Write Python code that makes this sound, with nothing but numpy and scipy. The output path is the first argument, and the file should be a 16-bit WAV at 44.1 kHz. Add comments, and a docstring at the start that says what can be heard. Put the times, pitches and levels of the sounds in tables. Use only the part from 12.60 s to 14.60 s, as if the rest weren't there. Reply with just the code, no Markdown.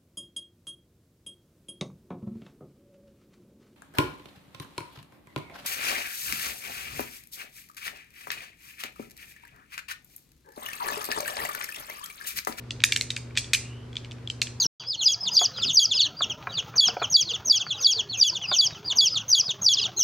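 """In a small room, a clump of magnetic balls is turned over in two hands, heard from close by.
Each snap is a contact impulse and a burst of noise ricochets lasting milliseconds, filtered by clump and hand.
Each snap also rings the air pocket between balls and palms, a damped sine; faint ticks are weaker snaps.
Delayed copies form near echoes and decaying noise the room's brief ring; one soft swish is gliding narrow noise.
Underneath lie a mains hum of wavering sines and a low ventilation noise of shaped random noise."""
import sys
import numpy as np
from scipy import signal
from scipy.fft import rfft, irfft, next_fast_len
from scipy.io import wavfile
from scipy.ndimage import uniform_filter1d, map_coordinates

SR = 44100
rng = np.random.default_rng(int(sys.argv[2]) if len(sys.argv) > 2 else 0)


def waveform_to_disk(signal):
    """Save audio, clipped to [-1, 1], as 16-bit WAV at the path in sys.argv[1]."""
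    frames = np.transpose(np.atleast_2d(signal))
    scaled = np.clip(frames, -1, 1) * 32767
    samples = np.round(scaled).astype(np.int16)
    wavfile.write(sys.argv[1], SR, samples)


N = 88200  # samples

# Balls snapping together: (time [s], snap level [dB], rattle hold [s], treble tilt [dB per octave],
# hollow body [dB], air pocket frequency [Hz], air pocket level [dB], air pocket T60 [s])
SNAP_EVENTS = [ (0.1072, -7.5, .001, -3.5, -7, 2840, -5.5, 0.0054),
               (.1080, -14.5, 0.0006, -4, 0, 3460, -7, 0.0087),
               (0.2038, -13, .0005, -14, -14, 3200, -19.5, 0.013),
               (0.2196, -21.5, .0011, -1, 1, 2400, -18, .005),
               (.2382, 9.5, 0.0013, 4.5, 16.5, 3750, 8.5, 0.0048),
               (.2391, 4, .0007, -5.5, 10.5, 1540, 0.5, 0.0038),
               (0.2399, 5.5, .0004, 7, 7, 2400, 10, 0.0055), (0.3219, -2, .001, 8.5, 6, 3390, 1, 0.0026),
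               (.3238, 0.5, .0005, 0, -1, 2380, 3, 0.0085),
               (0.3246, -10.5, 0.00027, 0.5, 6, 2750, -8, 0.0086),
               (0.3614, -1.5, .0002, 4, 14, 3126, 0.5, 0.011),
               (.3631, 0.5, 0.00088, 5.5, 9, 4110, 0, 0.0057), (0.3635, -11, .0003, 4, 4, 1860, -9, 0.0084),
               (.4111, -1.5, 0.00053, 6.5, 11, 4260, 0, 0.0037),
               (.4118, -10.5, 0.00027, 0, -33, 2235, -8, 0.0084),
               (0.5042, -3.5, 0.0039, 1, 0, 3870, -1, .004),
               (0.5641, -8, .0012, 5.5, 1.5, 4110, -19, 0.0098),
               (0.566, -6, 0.00047, 0.5, 11.5, 2480, -7, 0.011),
               (.707, -31, 0.0038, -8, 12, 2300, -25.5, .02),
               (.754, -16.5, .007, -4.5, 0.5, 2310, -27, .01),
               (.7665, -11, 0.0023, -2, 4, 3700, -15.5, 0.007),
               (0.7733, -3.5, 0.0013, 4.5, 5, 1780, -5, 0.0043),
               (.7738, -2, 0.00098, 2, -25, 2478, 0, 0.037),
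               (0.7747, -0.5, 0.00034, 1.5, 5, 3540, 0.5, 0.011),
               (0.7793, -7, 0.0023, 10, 0.5, 2480, -7, 0.011),
               (0.7824, -0.5, 0.0038, 1, -4, 3450, -8.5, 0.0099),
               (0.844, -20, .001, -2.5, -5, 3520, -18.5, .008), (.9337, 5, .0001, 3.5, 10, 2504, 5, 0.018),
               (.9352, -3, .0012, -1.5, 3.5, 3550, 0, 0.01),
               (0.9369, 3.5, .0002, 10.5, 11, 4080, -6.5, 0.0035),
               (.9395, -9.5, .0015, -1, 2, 1760, -9, .008), (0.9409, -3, .0015, -1, -3, 3950, -7.5, 0.0054),
               (0.9456, -4.5, 0.00065, 14.5, 7, 3760, -16, 0.0041),
               (0.9469, -2, 0.0013, -3.5, -2, 2477, 1, 0.017),
               (.9490, -2, 0.0031, 0.5, 2, 3050, -2.5, 0.011),
               (1.33, -27, 0.00043, -1, 8, 3350, -24.5, .008),
               (1.3557, -18.5, 0.00036, -2.5, -0.5, 3410, -18, 0.017),
               (1.368, -9, 0.0011, -8.5, -19.5, 3470, -4.5, 0.0048),
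               (1.4471, -19.5, 0.0011, -7.5, -9, 2940, -23, 0.0034),
               (1.5116, -22, .0005, -3.5, -6, 3480, -17.5, 0.0059),
               (1.5183, -20.5, .0008, 1, 2.5, 3120, -20, 0.0044),
               (1.6745, -21, 0.00074, 0, -5, 3360, -7, 0.0076),
               (1.7004, -9, 0.001, -0.5, -9.5, 3140, -2, 0.012),
               (1.8167, 1, .0011, 1.5, -4, 4270, 1.5, 0.0067),
               (1.8181, -2, 0.00036, 3.5, 4, 3070, -2, 0.003),
               (1.8197, -6, 0.00067, 2, -1, 2380, -1, 0.0038),
               (1.823, -14.5, .0003, -9, -4, 3700, -14, 0.0044),
               (1.87, -14, .0014, -4, 2, 3290, -17, 0.0058)]
# Relative colour of a snap before clump and hand shape it: (frequency [Hz], density [dB per Hz])
SNAP_COLOUR = [(300, -33), (800, -40), (1150, -22), (1600, -12), (2400, -4), (4000, 0.5), (5300, -6.5),
               (8000, -11), (10000, -17.5), (12800, -16), (16000, -31.5)]
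# Resonances of the clump: (frequency [Hz], level over the snap's own colour [dB], width [Hz])
CLUMP_RESONANCES = [(1720, 0.5, 300), (2400, 5.5, 200), (3170, -4.5, 250), (4600, -4.5, 500),
                    (6050, -6.5, 250), (6240, -1, 300), (7730, 2, 330)]
# Echoes of nearby surfaces, before the room colour: (delay [s], level [dB])
NEAR_ECHOES = [(.0085, -15.5), (0.0132, -42.5), (0.011, -21)]
# Decay time of the late room sound: (frequency [Hz], T60 [s])
ROOM_DECAY = [(500, 0.69), (2500, 0.39), (6000, 0.34), (9000, 0.33), (12000, 0.12)]
# Colour of everything the room returns: (frequency [Hz], gain [dB])
ROOM_SPECTRUM = [(500, -8), (1600, -3), (2400, 2), (3300, -2.5), (5500, 5), (8000, 2.5), (12500, 11),
                 (15000, -13)]
# Stereo width of the room's ring: (frequency [Hz], side gain against centre [dB])
ROOM_SIDE = [(500, 3), (1300, -32), (2500, -15.5), (4500, -3), (8000, 5.5)]
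# Mains hum components: (frequency [Hz], level [dB rms])
HUM_TONES = [(69, -54.5), (120, -42.5), (240, -53)]
# Relative spectrum of the ventilation noise: (frequency [Hz], density [dB per Hz])
VENT_SPECTRUM = [(20, -28), (40, -0.5), (65, -10.5), (100, 5.5), (180, -8), (300, -4), (450, -6.5),
                 (700, -17), (1200, -17), (2500, -24), (5000, -29), (8000, -37), (11000, -41.5),
                 (16000, -55.5)]
# Left-right likeness of the ventilation noise: (frequency [Hz], correlation [0 to 1])
VENT_LIKENESS = [(60, 1), (130, 0.98), (260, 0.75), (500, 0.57), (1500, 0.45), (8000, 0.072)]

HUM_WAVER_DB, HUM_WAVER_HZ = 0.63, 6.33  # scale of the random level curve, and its knots per second
VENT_DB = -46.5  # rms
CLICK_SIZE = 2048  # samples
FIRST_CONTACT_DB = -6.5  # the first contact against all the ricochets after it
RATTLE_T60_S = 0.0075  # the shock runs through the clump, then dies
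CLUMP_SHIFT = 0.036  # the clump changes shape: random fraction by which each resonance moves per snap
BODY_HZ, BODY_OCTAVES = 1515, 0.59  # the hollow of the cupped hand
# Per octave above SOFT_ABOVE_HZ, a snap loses SOFT_DB_PER_DB for each dB it is under HARD_DB
SOFT_ABOVE_HZ, SOFT_DB_PER_DB, HARD_DB = 8150, 1.15, 22.5
POCKET_ATTACK_S = 0.00082
POCKET_TO_ROOM_DB = -7  # the hands aim the pocket's ring at the listener, so the room gets less
TICKS_PER_S, TICK_DB, TICK_SPREAD_DB = 16, -33, 1.5
ROOM_CHANGE_S, ROOM_DELAY_S = 0.15, 0.008
ROOM_DB, EARLY_DB, EARLY_T60_S = -11, -12, 0.051  # levels before side gain and room colour
SLIDE_START_S, SLIDE_LENGTH_S, SLIDE_DB = 0.94, 0.36, -54.5  # rms level before the swell shapes it
SLIDE_FROM_HZ, SLIDE_TO_HZ, SLIDE_WIDTH_HZ = 2350, 3050, 160
TOP_HZ = 16600


def amp(db):
    """Amplitude ratio of a level in decibels."""
    return 10 ** (np.asarray(db) / 20)


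def unit(x):
    """Normalization to an rms of 1."""
    return x / np.sqrt(np.mean(x ** 2) + 1e-20)


def along(points, hz):
    """Interpolation of (frequency, value) points on a logarithmic frequency axis."""
    f, v = np.transpose(points)
    return np.interp(np.log(hz + 1), np.log(f + 1), v)


def wobble(rate):
    """Slow random modulation: a smooth curve through rate random knots a second."""
    knots = rng.standard_normal(int(N * rate / SR) + 4)
    return map_coordinates(knots, [np.arange(N) * rate / SR])


def filtered(x, response):
    """Linear filtering: the spectrum of x times a response of frequency."""
    m = next_fast_len(N + SR // 2)
    return irfft(rfft(x, m) * response(np.fft.rfftfreq(m, 1 / SR)), m)[..., :N]


def causal(gain):
    """Minimum phase: folding the cepstrum gives the causal response with this gain."""
    cepstrum = irfft(np.log(np.maximum(gain, 1e-6)))
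    half = len(cepstrum) // 2
    cepstrum[1:half] *= 2
    cepstrum[half + 1:] = 0
    return np.exp(rfft(cepstrum))


def add(track, s, sound):
    """Superposition: a sound is summed into the track at s seconds."""
    part = track[max(0, round(s * SR)):][:len(sound)]
    part += sound[:len(part)]


def background():
    """Stationary noise: slightly wavering hum tones over partly correlated ventilation noise."""
    t = np.arange(N) / SR
    hum = np.zeros(N)
    for hz, db in HUM_TONES:
        level = np.sqrt(2) * amp(db + HUM_WAVER_DB * wobble(HUM_WAVER_HZ))
        hum += level * np.sin(2 * np.pi * (hz * t + rng.random()))

    def vent_response(hz):
        """Correlation as an angle: it divides the spectrum between centre and side."""
        angle = np.arccos(np.clip(along(VENT_LIKENESS, hz), -1, 1)) / 2
        return amp(along(VENT_SPECTRUM, hz)) * np.array([np.cos(angle), np.sin(angle)])

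    mid, side = filtered(rng.standard_normal((2, N)), vent_response)
    return hum + amp(VENT_DB) * unit(np.array([mid + side, mid - side]))


def clump_gain(hz):
    """Resonance: peaks of the clump add power to the snap, each shifted at random."""
    power = 1
    for f, db, width in CLUMP_RESONANCES:
        centre = f * (1 + CLUMP_SHIFT * rng.normal())
        power = power + amp(db) ** 2 / (1 + (2 * (hz - centre) / width) ** 2)
    return np.sqrt(power)


def snap(snap_db, hold_s, tilt_db, body_db):
    """Impact excitation: a contact and its ricochets, coloured by clump and hand; harder is brighter."""
    t = np.arange(CLICK_SIZE) / SR
    hz = np.fft.rfftfreq(CLICK_SIZE, 1 / SR) + 1
    fade = amp(-60 * np.maximum(t - hold_s, 0) / RATTLE_T60_S)
    ricochets = rng.standard_normal(CLICK_SIZE) * fade
    # a constant spectrum is an impulse: the first contact
    burst = amp(FIRST_CONTACT_DB) + rfft(ricochets / np.linalg.norm(ricochets))
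    # the burst's smoothed spectrum is divided out, so the colours below set the balance
    even = np.sqrt(np.abs(uniform_filter1d(np.abs(burst) ** 2, size=24)))
    clump = clump_gain(hz)
    octaves = np.log2(hz / BODY_HZ)
    hand_db = tilt_db * np.maximum(octaves, 0) + body_db * np.exp(-.5 * (octaves / BODY_OCTAVES) ** 2)
    soft_octaves = np.log2(np.maximum(hz / SOFT_ABOVE_HZ, 1))
    soft_db = SOFT_DB_PER_DB * min(snap_db - HARD_DB, 0) * soft_octaves
    gain = amp(along(SNAP_COLOUR, hz) + hand_db + soft_db) * clump / even
    x = irfft(burst * causal(gain))
    return amp(snap_db) * x / np.linalg.norm(x)


def ring(hz, t60):
    """Damped cavity resonance: a decaying sine with a soft attack, of energy 1."""
    t = np.arange(CLICK_SIZE) / SR
    attack = (1 - np.exp(-t / POCKET_ATTACK_S)) ** 2
    x = np.sin(2 * np.pi * hz * t) * amp(-60 * t / t60) * attack
    return x / np.linalg.norm(x)


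def balls():
    """Impact and response: the snaps, and the air pockets that they ring, on separate tracks."""
    snaps, pockets = np.zeros(N), np.zeros(N)
    for s, snap_db, hold_s, tilt_db, body_db, pocket_hz, pocket_db, pocket_t60 in SNAP_EVENTS:
        add(snaps, s, snap(snap_db, hold_s, tilt_db, body_db))
        add(pockets, s, amp(pocket_db) * ring(pocket_hz, pocket_t60))
    return snaps, pockets


def ticks():
    """Random weak impacts: balls roll and settle against each other in the palm."""
    x = np.zeros(N)
    for _ in range(int(TICKS_PER_S * N / SR)):
        s = rng.random() * N / SR
        tick_db = TICK_DB + TICK_SPREAD_DB * rng.normal()
        add(x, s, snap(tick_db, hold_s=0.0033, tilt_db=-8.5, body_db=9.5))
    return x


def room_tail():
    """Diffuse decay: fast-fading early noise and a frequency-dependent late tail, centre and side."""
    hz, t, z = signal.stft(rng.standard_normal((2, SR // 3)), SR, nperseg=256)
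    decay = amp(-60 * t / along(ROOM_DECAY, hz)[:, None])
    late = signal.istft(z * decay, SR, nperseg=256)[1]
    early_fade = amp(-60 * np.arange(late.shape[1]) / SR / EARLY_T60_S)
    early = rng.standard_normal(late.shape) * early_fade
    # both are scaled by the energy of the centre
    late = amp(ROOM_DB) * late / np.linalg.norm(late[0])
    return late + amp(EARLY_DB) * early / np.linalg.norm(early[0])


def room(x):
    """Reflection and reverberation: near echoes, and a tail redrawn at each step as the hands move."""
    mid, side = np.zeros((2, N))
    step = round(ROOM_CHANGE_S * SR)
    for i in range(0, N, step):
        wet = signal.fftconvolve(x[None, i:i + step], room_tail(), axes=1)
        add(mid, i / SR + ROOM_DELAY_S, wet[0])
        add(side, i / SR + ROOM_DELAY_S, wet[1])
    side = filtered(side, lambda f: amp(along(ROOM_SIDE, f)))
    diffuse = np.array([mid + side, mid - side]) / np.sqrt(2)

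    def echo_response(f):
        """Pure delay: a phase that is linear in frequency."""
        return sum(amp(db) * np.exp(-2j * np.pi * f * s) for s, db in NEAR_ECHOES)

    echoes = filtered(x, echo_response)
    return filtered(diffuse + echoes, lambda f: amp(along(ROOM_SPECTRUM, f)))


def slide():
    """Narrow-band friction noise, probably the clump sliding over the palm as the hand opens.

    It swells and fades while its resonance glides up and levels off.
    """
    u = np.clip((np.arange(N) / SR - SLIDE_START_S) / SLIDE_LENGTH_S, 0, 1)
    hz = SLIDE_FROM_HZ + (SLIDE_TO_HZ - SLIDE_FROM_HZ) * (1 - (1 - u) ** 2)
    # two slow noises modulate a gliding carrier in quadrature
    a, b = filtered(rng.standard_normal((2, N)), lambda f: 1 / (1 + (f / SLIDE_WIDTH_HZ) ** 2))
    phase = 2 * np.pi * np.cumsum(hz) / SR
    rubbing = unit(a * np.cos(phase) + b * np.sin(phase))
    return amp(SLIDE_DB) * np.sin(np.pi * u) * rubbing


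def scene():
    """Superposition of direct sound in the centre, the room around it and the background."""
    floor = background()
    snaps, pockets = balls()
    snaps = snaps + ticks()
    reflected = room(snaps + amp(POCKET_TO_ROOM_DB) * pockets)
    return floor + snaps + pockets + slide() + reflected


def record(dry):
    """Band limiting: only components below TOP_HZ pass."""
    return filtered(dry, lambda hz: hz < TOP_HZ)


dry = scene()
out = record(dry)
waveform_to_disk(out)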